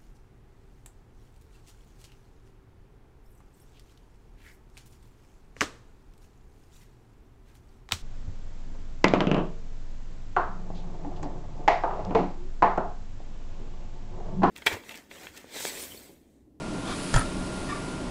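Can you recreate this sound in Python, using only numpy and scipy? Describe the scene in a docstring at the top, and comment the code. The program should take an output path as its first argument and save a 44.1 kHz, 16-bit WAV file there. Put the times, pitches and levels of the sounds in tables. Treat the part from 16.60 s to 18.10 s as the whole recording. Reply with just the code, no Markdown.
"""A quiet place with a steady hiss and a faint hum, where a metal fuel tank is handled close up.
A hand scuffs and slides over the metal while the moving tank rumbles. Then the tank takes one knock:
two hard contacts ring its shell and filler rim, its body thuds, and softer contacts rattle after.
Half a second later a light scrape makes the metal sing faintly."""
import sys
import numpy as np
from scipy.fft import rfft, irfft, next_fast_len
from scipy.io import wavfile
from scipy.ndimage import map_coordinates

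SR = 44100
rng = np.random.default_rng(int(sys.argv[2]) if len(sys.argv) > 2 else 0)


def unload_audio(sound):
    """Save the sound as a 16-bit wav file, at the path given as the first command line argument."""
    columns = np.transpose(np.atleast_2d(sound))
    # keep every value between -1 and 1, then stretch to whole-number steps
    steps = np.round(np.clip(columns, -1, 1) * 32767)
    wavfile.write(sys.argv[1], SR, steps.astype(np.int16))


N = 66150
T = np.arange(N) / SR


def amp(db):
    """Decibels to gain."""
    return 10 ** (np.asarray(db) / 20)


def unit(x):
    """Scale to rms 1."""
    return x / np.sqrt(np.mean(x ** 2) + 1e-20)


def eq_gain(curve, hz):
    """Gain of an EQ curve of (freq_hz, gain_db) points on a log frequency axis."""
    freq_hz, gain_db = np.transpose(curve)
    return amp(np.interp(np.log(hz + 1), np.log(freq_hz + 1), gain_db))


def filtered(x, response):
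    """Shape the spectrum of x by response(hz)."""
    size = next_fast_len(N + SR // 2)
    return irfft(rfft(x, size) * response(np.fft.rfftfreq(size, 1 / SR)), size)[:N]


def noise(curve):
    """Noise coloured by an EQ curve, at rms 1."""
    return unit(filtered(rng.standard_normal(N), lambda hz: eq_gain(curve, hz)))


def friction(peaks):
    """Friction noise through a bank of resonances, at rms 1."""
    def body(hz):
        return sum(amp(db) * 1j * hz * width / (centre ** 2 - hz ** 2 + 1j * hz * width)
                   for centre, width, db in peaks)
    return unit(filtered(rng.standard_normal(N), body))


def wobble(knots_per_s):
    """A smooth random curve that swings by about 1."""
    knots = rng.standard_normal(int(N * knots_per_s / SR) + 4)
    return map_coordinates(knots, [T * knots_per_s])


def strike(start_s, attack_s, t60_s):
    """Envelope of a blow: a fast rise and an exponential tail."""
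    age_s = np.maximum(T - start_s, 0)
    return (1 - np.exp(-age_s / attack_s)) * np.exp(-np.log(1000) * age_s / t60_s)


def swell(peak_s, rise_s, fall_s):
    """A rounded envelope around one peak."""
    return np.exp(-.5 * ((T - peak_s) / np.where(T < peak_s, rise_s, fall_s)) ** 2)


# colour of the air bed: freq_hz, gain_db
AIR_EQ = [(12, -2), (27, -9), (55, -11), (80, -8), (100, -8), (140, -3), (200, -3), (310, 0), (450, -10.5),
          (620, -9.5), (800, -14), (1030, -12), (1200, -18), (1420, -17.5), (1700, -23), (2400, -22.5),
          (4000, -27), (6000, -29.5), (10300, -33), (12000, -42.5)]
# hum and whine lines: pitch_hz, level_db
HUM_LINES = [(184, -41), (260, -48), (620, -50), (1401, -47.5), (7838, -68), (7897, -67.5)]
def background(air_db=-35, waver_db=2, waver_hz=2.02):
    """A bed of steady hiss and low murmuring air, with a few wavering hum and whine lines."""
    hum = np.zeros(N)
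    for pitch_hz, level_db in HUM_LINES:
        level = amp(level_db + waver_db * wobble(8.08))
        phase = 2 * np.pi * np.cumsum(pitch_hz + waver_hz * wobble(11.93)) / SR
        hum += level * np.sin(phase)
    return amp(air_db) * noise(AIR_EQ) + hum


# fader ride of the rumble: time_s, level_db
RUMBLE_FADER = [(0, -43.5), (.3, -43.5), (.49, -57), (.535, -24), (.58, -35), (.65, -31), (.71, -47),
                (.78, -35), (.84, -41), (1.1, -45), (1.5, -43)]
# bass-heavy colour of the moving tank: freq_hz, gain_db
RUMBLE_EQ = [(10, -26), (30, 6), (55, -3.5), (85, -7), (130, -14.5), (300, -31), (1000, -66)]
def rumble():
    """The moving tank gives a deep rumble that peaks with the knock and settles after it."""
    level_db = np.interp(T, *np.transpose(RUMBLE_FADER))
    return amp(level_db) * noise(RUMBLE_EQ)


# resonances stirred by the hand: centre_hz, width_hz, gain_db
SCUFF_PEAKS = [(795, 100, -1), (1180, 260, 1), (1560, 92, -11), (2310, 120, -10), (3246, 300, -5)]
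def scuff(level_db=-35):
    """One soft, hollow scuff as the hand starts to move."""
    return amp(level_db) * swell(peak_s=0.302, rise_s=0.03, fall_s=0.036) * friction(SCUFF_PEAKS)


# fader ride of the sliding hand: time_s, level_db
SLIDE_FADER = [(0, -59.5), (.23, -48.5), (.29, -47.5), (.38, -41), (.52, -40), (.56, -33), (.605, -39),
               (.64, -43.5), (.76, -47.5), (1.0, -46), (1.15, -48), (1.3, -48.5), (1.5, -58)]
# bright colour of hand on metal: freq_hz, gain_db
SLIDE_EQ = [(400, -15), (1200, -1), (3000, -3.5), (5000, -3), (5800, -8), (8500, -6), (9250, -2.5),
            (9800, -3.5), (10300, -3), (12000, -13)]
def slide(grain_db=1.5, grains_per_s=810):
    """Fine-grained friction of the hand swells towards the knock, then falls away."""
    level_db = np.interp(T, *np.transpose(SLIDE_FADER)) + grain_db * wobble(grains_per_s)
    return amp(level_db) * noise(SLIDE_EQ)


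# tiny slips of the metal: peak_s, fall_s, level_db
SLIPS = [(0.564, .003, -44), (0.587, 0.0043, -38), (.595, 0.0057, -35)]
# their narrow treble resonance: centre_hz, width_hz, gain_db
SQUEAK_PEAK = [(9700, 240, 0)]
def squeaks():
    """Thin squeaks as the metal slips during the knock."""
    envelope = sum(amp(db) * swell(peak_s, fall_s / 2, fall_s) for peak_s, fall_s, db in SLIPS)
    return envelope * friction(SQUEAK_PEAK)


# light strokes on the metal: peak_s, rise_s, fall_s, friction_db, pitch_hz, sing_db
SCRAPE_STROKES = [(1.097, 0.0067, 0.015, -38.5, 1830, -42.5), (1.129, 0.0079, .007, -39, 1168, -31),
                  (1.162, 0.014, 0.026, -44, 1168, -43)]
# resonances of the scraped metal: centre_hz, width_hz, gain_db
SCRAPE_PEAKS = [(1190, 58, 2.5), (1810, 83, 3.5), (2020, 70, -3), (2300, 110, -0.5), (3500, 110, -9),
                (4890, 69, -6.5)]
def scrape(wander_hz=11, flutter_db=2):
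    """Each brief stroke rasps and sets one mode of the metal singing unsteadily."""
    out = np.zeros(N)
    for peak_s, rise_s, fall_s, friction_db, pitch_hz, sing_db in SCRAPE_STROKES:
        phase = 2 * np.pi * np.cumsum(pitch_hz + wander_hz * wobble(250)) / SR
        tone = amp(sing_db + flutter_db * wobble(200)) * np.sqrt(2) * np.sin(phase)
        rasp = amp(friction_db) * friction(SCRAPE_PEAKS)
        out += swell(peak_s, rise_s, fall_s) * (rasp + tone)
    return out


# rocking of the whole tank (first row) and flexing of its walls: pitch_hz, level_db, t60_s
BODY_MODES = [(26.3, -13.5, 0.27), (145.4, -20, 0.15), (78, -39, 0.054), (116.2, -12, 0.11)]
# entry of each body mode: start_s
BODY_STARTS = [.5455, .5405, .5405, .559]
def thud(attack_s=0.0035):
    """Low, quickly damped swings of the tank put weight under the knock."""
    return sum(amp(db) * strike(start_s, attack_s, t60_s) * np.sin(2 * np.pi * hz * (T - start_s))
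               for start_s, (hz, db, t60_s) in zip(BODY_STARTS, BODY_MODES))


def ring(modes, start_s, attack_s, scatter_db, scatter_rad=0.88):
    """Struck modes ring down, their levels and phases a little different on every hit."""
    out = np.zeros(N)
    for pitch_hz, gain_db, t60_s in modes:
        level = amp(gain_db + scatter_db * rng.standard_normal())
        phase = 2 * np.pi * pitch_hz * (T - start_s) + scatter_rad * rng.standard_normal()
        out += level * strike(start_s, attack_s, t60_s) * np.sin(phase)
    return out


# two hard hits, then a rattle: start_s, attack_s, shell_db, cutoff_hz, decay_ratio, rim_db, crack_db
KNOCK_CONTACTS = [(0.541, 0.00017, -26, 3000, 1, -17.5, -19.5),
                  (0.5615, 0.00085, -15, 2580, 0.33, -19.5, -18.5),
                  (0.571, 0.0042, -19.5, 1460, 0.87, -48, -27), (.591, 0.0012, -26, 1500, 0.82, -55, -35),
                  (0.6112, 0.0024, -22, 2100, 0.55, -57, -37), (0.63, .003, -31, 1300, 0.68, -60, -55)]
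# clang of the tank's shell: pitch_hz, gain_db, t60_s
SHELL_MODES = [(227.5, -10, 0.052), (277, -7.5, .09), (350, -25, 0.053), (653, -11, 0.046),
               (952, -3, 0.056), (1170, -6, 0.018), (1307, -3.5, 0.13), (1383, -7, 0.2),
               (1575, -1.5, 0.041), (1732, -0.5, 0.057), (1836, -4, .09), (2340, -17, 0.066)]
# dense shell modes blurred into a wash: freq_hz, gain_db
WASH_EQ = [(150, -15), (380, 0), (520, -1.5), (700, 1.5), (1000, -0.5), (1800, -18.5), (2300, -11.5),
           (5000, -19.5), (6000, -23), (12000, -36)]
# ping of the filler rim: pitch_hz, gain_db, t60_s
RIM_MODES = [(3300, -6.5, .025), (4650, -13, .032), (5350, -10, .014), (6300, -4, .007), (7130, -3.5, .023)]
# colour of the contact's crack: freq_hz, gain_db
CRACK_EQ = [(150, -16), (350, -12), (700, 12), (1900, 15), (2500, -9), (3400, -2.5), (6500, 4.5),
            (8000, -2), (12000, 1.5)]
def knock(wash_db=-4, wash_t60_s=0.069, rolloff_power=2.3):
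    """Contacts crack and ring the shell, duller when soft, shorter when pressed; hard ones ping the rim."""
    out = np.zeros(N)
    for start_s, attack_s, shell_db, cutoff_hz, decay_ratio, rim_db, crack_db in KNOCK_CONTACTS:
        damped_modes = [(hz, db - 10 * np.log10(1 + (hz / cutoff_hz) ** rolloff_power), t60_s * decay_ratio)
                        for hz, db, t60_s in SHELL_MODES]
        clang = ring(damped_modes, start_s, attack_s, scatter_db=3.5)
        wash = amp(wash_db) * noise(WASH_EQ) * strike(start_s, attack_s, wash_t60_s * decay_ratio)
        ping = ring(RIM_MODES, start_s, attack_s, scatter_db=2)
        crack = noise(CRACK_EQ) * strike(start_s, attack_s, t60_s=.013 + 8 * attack_s)
        out += amp(shell_db) * (clang + wash) + amp(rim_db) * ping + amp(crack_db) * crack
    return out


def scene():
    """All layers mixed in mono at one close microphone."""
    return (background() + scuff() + slide() + squeaks() + knock() + thud() + rumble() + scrape())[None]


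# tone of the microphone: freq_hz, gain_db
MIC_EQ = [(20, 0.5), (10350, 0), (10950, -14), (11800, -8.5), (12300, -22)]
def record(dry):
    """The recorder dulls the top of the treble and keeps nothing above its band limit."""
    limit_hz = 12300
    return filtered(dry[0], lambda hz: eq_gain(MIC_EQ, hz) * (hz < limit_hz))[None]


dry = scene()
out = record(dry)
unload_audio(out)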